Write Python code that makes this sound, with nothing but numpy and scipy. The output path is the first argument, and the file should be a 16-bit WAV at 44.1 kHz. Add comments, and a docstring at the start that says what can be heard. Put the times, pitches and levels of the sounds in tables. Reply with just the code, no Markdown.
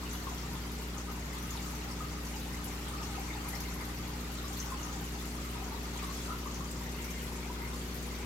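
"""An air pump hums steadily, with water rumbling through the filter of a fish tank and a soft hiss.
Over this, air bubbles break at the surface: big ones burble, small ones fizz, and films snap.
The pump is a stack of steady tones; the rumble is noise shaking resonances; the hiss is coloured noise.
Each bubble is a short fading tone that rises in pitch, with brief echoes above the water and in the room."""
import sys
import numpy as np
from scipy import signal
from scipy.fft import rfft, irfft, next_fast_len
from scipy.io import wavfile
from scipy.ndimage import uniform_filter1d

SR = 44100
rng = np.random.default_rng(int(sys.argv[2]) if len(sys.argv) > 2 else 0)


def transcribe(u):
    """Save the signal u as a 16-bit wav file named by the first command-line argument.

    u: samples, shape (n,) or (channels, n), limited to [-1, 1]; the rate is SR.
    q: integer samples, one column per channel.
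    """
    v = np.clip(np.atleast_2d(u).T, -1, 1)
    q = np.round(v * 32767).astype(np.int16)
    wavfile.write(sys.argv[1], SR, q)


N = 363825  # samples, 8.25 s

MAINS_HZ = 60
WALK_START_S, WALK_END_S = 5, 7.4   # the listener moves along the tank to a second spot
CUTOFF_HZ = 15800

# Air pump tones before the port colour; half multiples are a rattle on every second cycle:
# multiple (of the mains rate), first_left_db, first_right_db, second_left_db, second_right_db (at the two spots)
PUMP_TONES = [(1, -42.5, -42, -41.5, -42.5), (2, -54.5, -58, -57.5, -66), (3, -49.7, -51, -49.5, -51.5),
              (4, -50.5, -50.5, -48, -50.5), (5, -50.5, -56, -53.5, -61), (5.5, -60, -64, -61, -74),
              (6, -68.5, -59.5, -57, -53.5), (6.5, -63, -63, -57.5, -60), (7, -60.5, -57.8, -60, -57.5),
              (8, -78, -68.5, -60.5, -62), (8.5, -66, -77, -70, -65), (10, -71.5, -70, -70, -65.5),
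              (11, -75, -74, -79, -71)]
# Tank and stand, shaken by the flow: pitch_hz, width_hz, level_db (relative)
TANK_RESONANCES = [(48.6, 52, -1), (82, 4.7, 4), (99.6, 7.2, 0), (133.3, 25.3, 6), (154.4, 4.1, 9.5),
                   (177, 22, -3), (214, 36, -3), (289, 33, -5.5), (385, 156, -7)]
# Even wash of the finest spray and the air of the room: pitch_hz, level_db (relative, per Hz)
WASH_SPECTRUM = [(20, -5), (250, 5.5), (480, 3.5), (640, -1), (900, -2), (1280, -0.5), (1650, 1),
                 (2100, -1.5), (3200, -3), (6500, -7.5), (12000, -12.5), (16000, -9)]
# Loudest big bubbles, before a shared gain: start_s, level_db, pitch_hz (at the start)
BIG_BUBBLES = [(0.03, -36.5, 1070), (0.269, -30, 1050), (0.315, -37, 736), (0.459, -40, 795),
               (0.532, -40, 864), (0.964, -39, 1240), (1.082, -37.5, 1250), (1.367, -40, 1250),
               (1.498, -42, 1210), (1.552, -39.5, 920), (1.659, -40, 1240), (1.844, -39, 800),
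               (2.005, -32.5, 1232), (2.039, -38, 1220), (2.338, -35.5, 856), (2.938, -36, 1230),
               (2.998, -36.5, 1200), (3.147, -36, 1250), (3.178, -36, 790), (3.224, -42, 896),
               (3.354, -40, 794), (3.809, -40, 1250), (4.128, -39, 840), (4.719, -29.5, 1055),
               (4.744, -36, 1080), (4.784, -41, 960), (5.142, -42, 820), (5.469, -41, 1210),
               (5.555, -37.5, 980), (5.57, -40, 1250), (5.616, -37, 760), (5.718, -36, 890),
               (5.842, -40, 1220), (5.956, -40, 970), (6.024, -33.5, 1140), (6.09, -34, 1120),
               (6.304, -28, 1320), (6.317, -36, 1300), (6.34, -41, 1030), (6.459, -32, 1120),
               (6.605, -35, 1120), (6.814, -39.5, 1000), (7.499, -36, 970), (7.601, -36, 920)]
# Loudest smaller bubbles, before a shared gain: start_s, level_db, pitch_hz (at the start)
SMALLER_BUBBLES = [(0.0544, -34, 2800), (1.3294, -37, 2010), (1.5733, -32, 3670), (2.5431, -35, 1970),
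                   (2.7114, -38, 2310), (2.8714, -30, 3370), (3.3024, -28.5, 2150), (3.5344, -31, 1970),
                   (3.7893, -34.5, 2050), (3.8194, -36, 2030), (4.3859, -31, 3830), (4.5694, -32, 4300),
                   (5.5794, -36, 2470), (5.9898, -33, 2400), (6.86, -35, 1900), (7.0814, -36, 2270),
                   (7.4294, -34, 2330), (7.6191, -34, 2060), (7.6495, -35, 2040)]
# Loudest bursting films, before the gains of rings and clicks:
# start_s, ring_level_db, pitch_hz (at the start), click_db (added to ring_level_db)
BURSTING_FILMS = [(0.1106, -36, 6250, -7), (0.1286, -35, 12000, -1), (0.3474, -41, 12300, 1),
                  (0.98, -35, 6300, -15), (1.1184, -37, 14300, 1), (1.4254, -42, 6540, 11),
                  (1.505, -33.5, 6960, 4), (1.75, -40, 6140, 6), (1.9121, -37, 5370, -7),
                  (2.6424, -30.5, 11200, 1), (2.8828, -34, 9050, -3), (3.0274, -37, 5470, 1),
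                  (3.486, -32, 11300, 6), (3.5523, -35, 5450, 4), (3.604, -36.5, 6340, 10),
                  (3.7404, -34, 11300, -7), (4.3181, -39, 11500, 3), (4.53, -39, 6410, 10),
                  (4.57, -32, 14100, 2), (4.6002, -28.5, 6200, -7), (4.8304, -33, 6340, -3),
                  (4.9267, -35, 6890, -7), (5.2544, -42, 7200, 11), (6.544, -35, 6300, -6),
                  (6.711, -32, 7950, 2), (7.0429, -37, 5940, 7), (7.107, -38, 6700, 8),
                  (7.2254, -39, 11500, 3), (7.3267, -45, 6000, 12), (7.9433, -33, 13500, -1)]
# Air space between water and lid, which favours some pitches: pitch_hz, width_hz, lift_db
AIR_SPACE_MODES = [(804, 50, 1), (960, 58, 3.5), (1232, 54, 6.5), (2090, 106, 3)]
# How hard the air column churns the surface (only the swings are used): time_s, level_db
CHURN_CURVE = [(0.0, -49), (1.17, -51.5), (1.61, -49), (2.07, -50.5), (3.21, -49.5), (3.77, -50),
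               (4.78, -49.5), (5.74, -50), (6.16, -48.5), (6.69, -51), (7.17, -49.5), (7.54, -51),
               (7.81, -49.5), (8.25, -50)]
# Crowd of big bubbles (only the swings are used): time_s, level_db
BIG_CROWD_CURVE = [(0.0, -53.5), (0.5, -51.5), (0.66, -53.5), (1.79, -52.5), (2.64, -53.5), (3.1, -50.5),
                   (3.75, -52), (3.95, -53), (4.64, -51), (5.49, -52.5), (5.88, -51.5), (6.5, -52.5),
                   (6.64, -55.5), (7.7, -52.5), (7.9, -55.5), (8.25, -53)]
# Crowd of middle bubbles (only the swings are used): time_s, level_db
MIDDLE_CROWD_CURVE = [(0.0, -58), (0.44, -55), (2.11, -55.5), (3.47, -54), (3.79, -54), (4.41, -55.5),
                      (5.24, -56.5), (5.42, -55), (5.63, -56), (6.11, -54.5), (6.71, -57.5), (7.01, -52.5),
                      (7.67, -57), (8.25, -53.5)]
# Likeness of left and right, from -1 (opposite) to 1 (same): pitch_hz, likeness (no unit)
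LEFT_RIGHT_LIKENESS = [(100, 0.97), (420, 0.89), (620, 0.3), (1250, 0.23), (1650, -0.44), (2100, 0.2),
                       (2500, -0.084), (16000, -0.014)]
# Treble colour of the two microphone ports: pitch_hz, left_db, right_db
PORT_COLOUR = [(463, 0, 0), (786, 5.5, 0), (1200, 4, 2), (2150, 3.5, 2.5), (3160, 3, 0), (4400, 3, 3),
               (6060, 5, -0.5), (7330, 4.5, -1.5), (8400, -3.5, 4), (9330, -3.5, -2.5), (10720, 2.5, -1.5),
               (12000, 3.5, 1), (13400, 4.5, -1.5), (15500, -3, -6)]


def from_db(db):
    """Turn decibels into a gain."""
    return 10 ** (np.asarray(db) / 20)


def rms_one(x):
    """Scale to an overall rms of 1."""
    return x / np.sqrt(np.mean(x ** 2) + 1e-20)


def in_time(rows):
    """The columns of a curve, at every sample."""
    time_s, *columns = np.transpose(rows)
    return [np.interp(np.arange(N) / SR, time_s, column) for column in columns]


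def over_hz(rows, size):
    """The columns of a spectrum, at every bin of a transform."""
    hz, *columns = np.transpose(rows)
    log_bins = np.log(np.fft.rfftfreq(size, 1 / SR) + 1)   # + 1 avoids log(0)
    return [np.interp(log_bins, np.log(hz), column) for column in columns]


def coloured(x, rows):
    """Filter by a dB spectrum with one column, or one for each channel."""
    size = next_fast_len(N + 4096)
    spectrum = rfft(x, size) * from_db(over_hz(rows, size))
    return irfft(spectrum, size)[..., :N]


def diffuse_noise(size):
    """White noise at two close ports: alike in the bass, nearly unrelated in the high treble."""
    padded = next_fast_len(size)
    alike = np.clip(over_hz(LEFT_RIGHT_LIKENESS, padded)[0], -1, 1)
    mid, side = rfft(rng.standard_normal((2, padded)))
    shared = np.sqrt(1 + alike) * mid
    opposed = np.sqrt(1 - alike) * side * [[1], [-1]]
    return rms_one(irfft(shared + opposed, padded)[:, :size])


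def drift(rate):
    """Slow random wandering: lines between random knots of spread 1, `rate` knots a second."""
    knots = rng.standard_normal(400)
    return np.interp(np.arange(N) / SR * rate, np.arange(len(knots)), knots)


def swell(db, share):
    """Gain that follows a share of the swings of a level about its mean."""
    return from_db(share * (db - db.mean()))


def pump(stroke_gap=.14, return_stroke=1.09, waver_db=0.3, rattle_db=1.8):
    """A diaphragm knocks twice a mains cycle; walking crosses the standing waves of its overtones."""
    t, out = np.arange(N) / SR, np.zeros((2, N))
    walked = np.interp(t, [WALK_START_S, WALK_END_S], [0, 1])
    for multiple, *levels in PUMP_TONES:
        k = round(2 * multiple) / 2
        first_db, second_db = np.reshape(levels, (2, 2, 1))
        # the two knocks, stroke_gap of a cycle either side of the middle, set the phase of the tone
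        forward_knock = np.exp(2j * np.pi * k * stroke_gap)
        return_knock = return_stroke * np.exp(-2j * np.pi * k * stroke_gap)
        phase = np.angle(forward_knock + return_knock)
        depth_db = rattle_db if k % 1 else waver_db * np.log(k)
        unsteady_db = depth_db * drift(3.006)
        tone = np.sqrt(2) * np.cos(2 * np.pi * k * MAINS_HZ * t + phase)   # rms 1
        out += tone * from_db(first_db + walked * (second_db - first_db) + unsteady_db)
    return out


def flow(level_db=-47.5, pan_db=0.5, lowest_hz=30):
    """Circulating water shakes the low resonances of the tank."""
    highpass = signal.butter(2, lowest_hz, "high", fs=SR, output="sos")
    push = signal.sosfilt(highpass, diffuse_noise(N + SR))
    out = 0
    for k, (hz, width, db) in enumerate(TANK_RESONANCES):
        r = np.exp(-np.pi * width / SR)
        top = (1 - r * r) / 2 * from_db(db)
        own_push = np.roll(push, k * SR // 2, axis=1)   # a different stretch of noise for each resonance
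        feedback = [1, -2 * r * np.cos(2 * np.pi * hz / SR), r * r]
        out = out + signal.lfilter([top, 0, -top], feedback, own_push)
    settled = out[:, SR:]   # drop the first second, while the resonances build up
    return from_db([[level_db + pan_db], [level_db - pan_db]]) * rms_one(settled)


def wash(churn_db, level_db=-48.5):
    """Countless tiny bursts merge into a hiss that swells a little as the surface churns."""
    hiss = rms_one(coloured(diffuse_noise(N), WASH_SPECTRUM))
    return from_db(level_db) * swell(churn_db, share=0.74) * hiss


def bubbles(rows, cycles, rise, count=6):
    """Each (start, dB, Hz) opens fast, fades 60 dB over `cycles` and rises in pitch, at one of a few spots."""
    out = np.zeros((count, N))
    for k, (start_s, db, hz) in enumerate(rows):
        start = min(max(int(start_s * SR), 0), N - 1)
        length = min(int(cycles / hz * SR) + 2, N - start)
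        turns = np.arange(length) * hz / SR
        age = turns / cycles   # 0 at the start, 1 when faded
        opening = 1 - np.exp(-age / .06)
        envelope = 1.6 * opening * from_db(db - 60 * age)
        ring = np.sin(2 * np.pi * turns * (1 + rise * age / 2))
        out[k % count, start:start + length] += envelope * ring
    return out


def swarm(per_s, low_hz, high_hz, spread_db, cycles, rise):
    """Bubbles at random moments and pitches, many weak and few strong; all spots together have rms 1."""
    when, strength, size = rng.random((int(per_s * N / SR), 3)).T
    db = spread_db * np.minimum(-np.log(1 - strength), np.pi)
    hz = low_hz + (high_hz - low_hz) * size
    spots = bubbles(zip(when * N / SR, db, hz), cycles, rise)
    return spots / np.std(spots.sum(axis=0))


def flurries(rows, level_db, scatter_s, octaves, count=3):
    """Weaker companions scattered around each loud bubble in time and pitch: rows of (s, dB, Hz)."""
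    scatter = rng.uniform(-1, 1, (len(rows), count, 2))
    return [(start_s + scatter_s * late, db + level_db, hz * 2 ** (octaves * higher))
            for (start_s, db, hz), companions in zip(rows, scatter)
            for late, higher in companions]


def space(spots, direct_db, splash_t60, room_t60, room_db):
    """Each spot is heard directly, by quick echoes between water and glass, and by the room's tail."""
    t = np.arange(SR // 3) / SR
    # each t60 is the time in seconds to fade by 60 dB
    early = rms_one(np.exp(-np.log(1000) * t / splash_t60))
    late = rms_one(np.exp(-np.log(1000) * t / room_t60))
    echoes = np.hypot(early, from_db(room_db) * late)
    direct = from_db(direct_db) * rms_one(1. * (t == 0))
    size, out = next_fast_len(N + len(t)), 0
    for x in spots:
        paths = rfft(direct + echoes * diffuse_noise(len(t)), 2 * len(t))
        # a diffuse field favours no broad range of pitch
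        paths = paths / np.sqrt(uniform_filter1d(np.abs(paths) ** 2, size=60))
        response = irfft(paths)[:, :len(t)]
        out = out + rfft(x, size) * rfft(response, size)
    return irfft(out, size)[:, :N]


def hood(x):
    """The modes of the air space lift the bubbles that fall on them."""
    hz = np.geomspace(500, 3000, 300)
    lift_db = sum(db / (1 + (2 * (hz - centre) / width) ** 2) for centre, width, db in AIR_SPACE_MODES)
    return coloured(x, np.column_stack([hz, lift_db]))


def burble(burble_db, trickle_db):
    """Big and middle bubbles open at the surface, with single louder ones among them."""
    big = swarm(per_s=130, low_hz=720, high_hz=1520, spread_db=1.8, cycles=33, rise=.05)
    middle = swarm(per_s=190, low_hz=1750, high_hz=2800, spread_db=2.0, cycles=44, rise=.05)
    big_crowd = from_db(-56.5) * swell(burble_db, share=1.2) * big
    middle_crowd = from_db(-60.0) * swell(trickle_db, share=1.7) * middle
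    gulp_rows = BIG_BUBBLES + flurries(BIG_BUBBLES, level_db=-13, scatter_s=.04, octaves=0.11)
    gulps = from_db(-1.4) * bubbles(gulp_rows, cycles=31.5, rise=.02)
    plink_rows = SMALLER_BUBBLES + flurries(SMALLER_BUBBLES, level_db=-8, scatter_s=.03, octaves=0.14)
    plinks = from_db(-1.3) * bubbles(plink_rows, cycles=22, rise=0.057)
    spots = big_crowd + middle_crowd + gulps + plinks
    return hood(space(spots, direct_db=-3.0, splash_t60=0.12, room_t60=0.21, room_db=0.5))


def spray(churn_db):
    """Small bubbles tinkle, their films crackle, and the strongest snap with a click and a short ring."""
    small = swarm(per_s=420, low_hz=2700, high_hz=7800, spread_db=3.6, cycles=46, rise=.06)
    crackle = swarm(per_s=240, low_hz=6000, high_hz=15500, spread_db=4.3, cycles=9, rise=.05)
    fizz = swell(churn_db, share=1.3) * (from_db(-55.5) * small + from_db(-54.5) * crackle)
    films = [(start_s, db, hz) for start_s, db, hz, click_db in BURSTING_FILMS]
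    ring_rows = films + flurries(films, level_db=-11, scatter_s=0.022, octaves=0.23)
    rings = from_db(7.0) * bubbles(ring_rows, cycles=20.7, rise=.03)
    click_rows = [(start_s, db + click_db, 12000) for start_s, db, hz, click_db in BURSTING_FILMS]
    clicks = from_db(12.0) * bubbles(click_rows, cycles=4.3, rise=0)
    return space(fizz + rings + clicks, direct_db=-13, splash_t60=0.069, room_t60=0.19, room_db=0.0)


def scene():
    """Pump, flow and hiss below, the breaking bubbles above."""
    churn_db, = in_time(CHURN_CURVE)
    burble_db, = in_time(BIG_CROWD_CURVE)
    trickle_db, = in_time(MIDDLE_CROWD_CURVE)
    background = pump() + flow() + wash(churn_db)
    return background + burble(burble_db, trickle_db) + spray(churn_db)


def record(dry):
    """Each port colours the treble in its own way; the top is cut."""
    lowpass = signal.ellip(12, .1, 80, CUTOFF_HZ, fs=SR, output="sos")   # 0.1 dB ripple, 80 dB cut
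    return signal.sosfilt(lowpass, coloured(dry, PORT_COLOUR))


dry = scene()
out = record(dry)
transcribe(out)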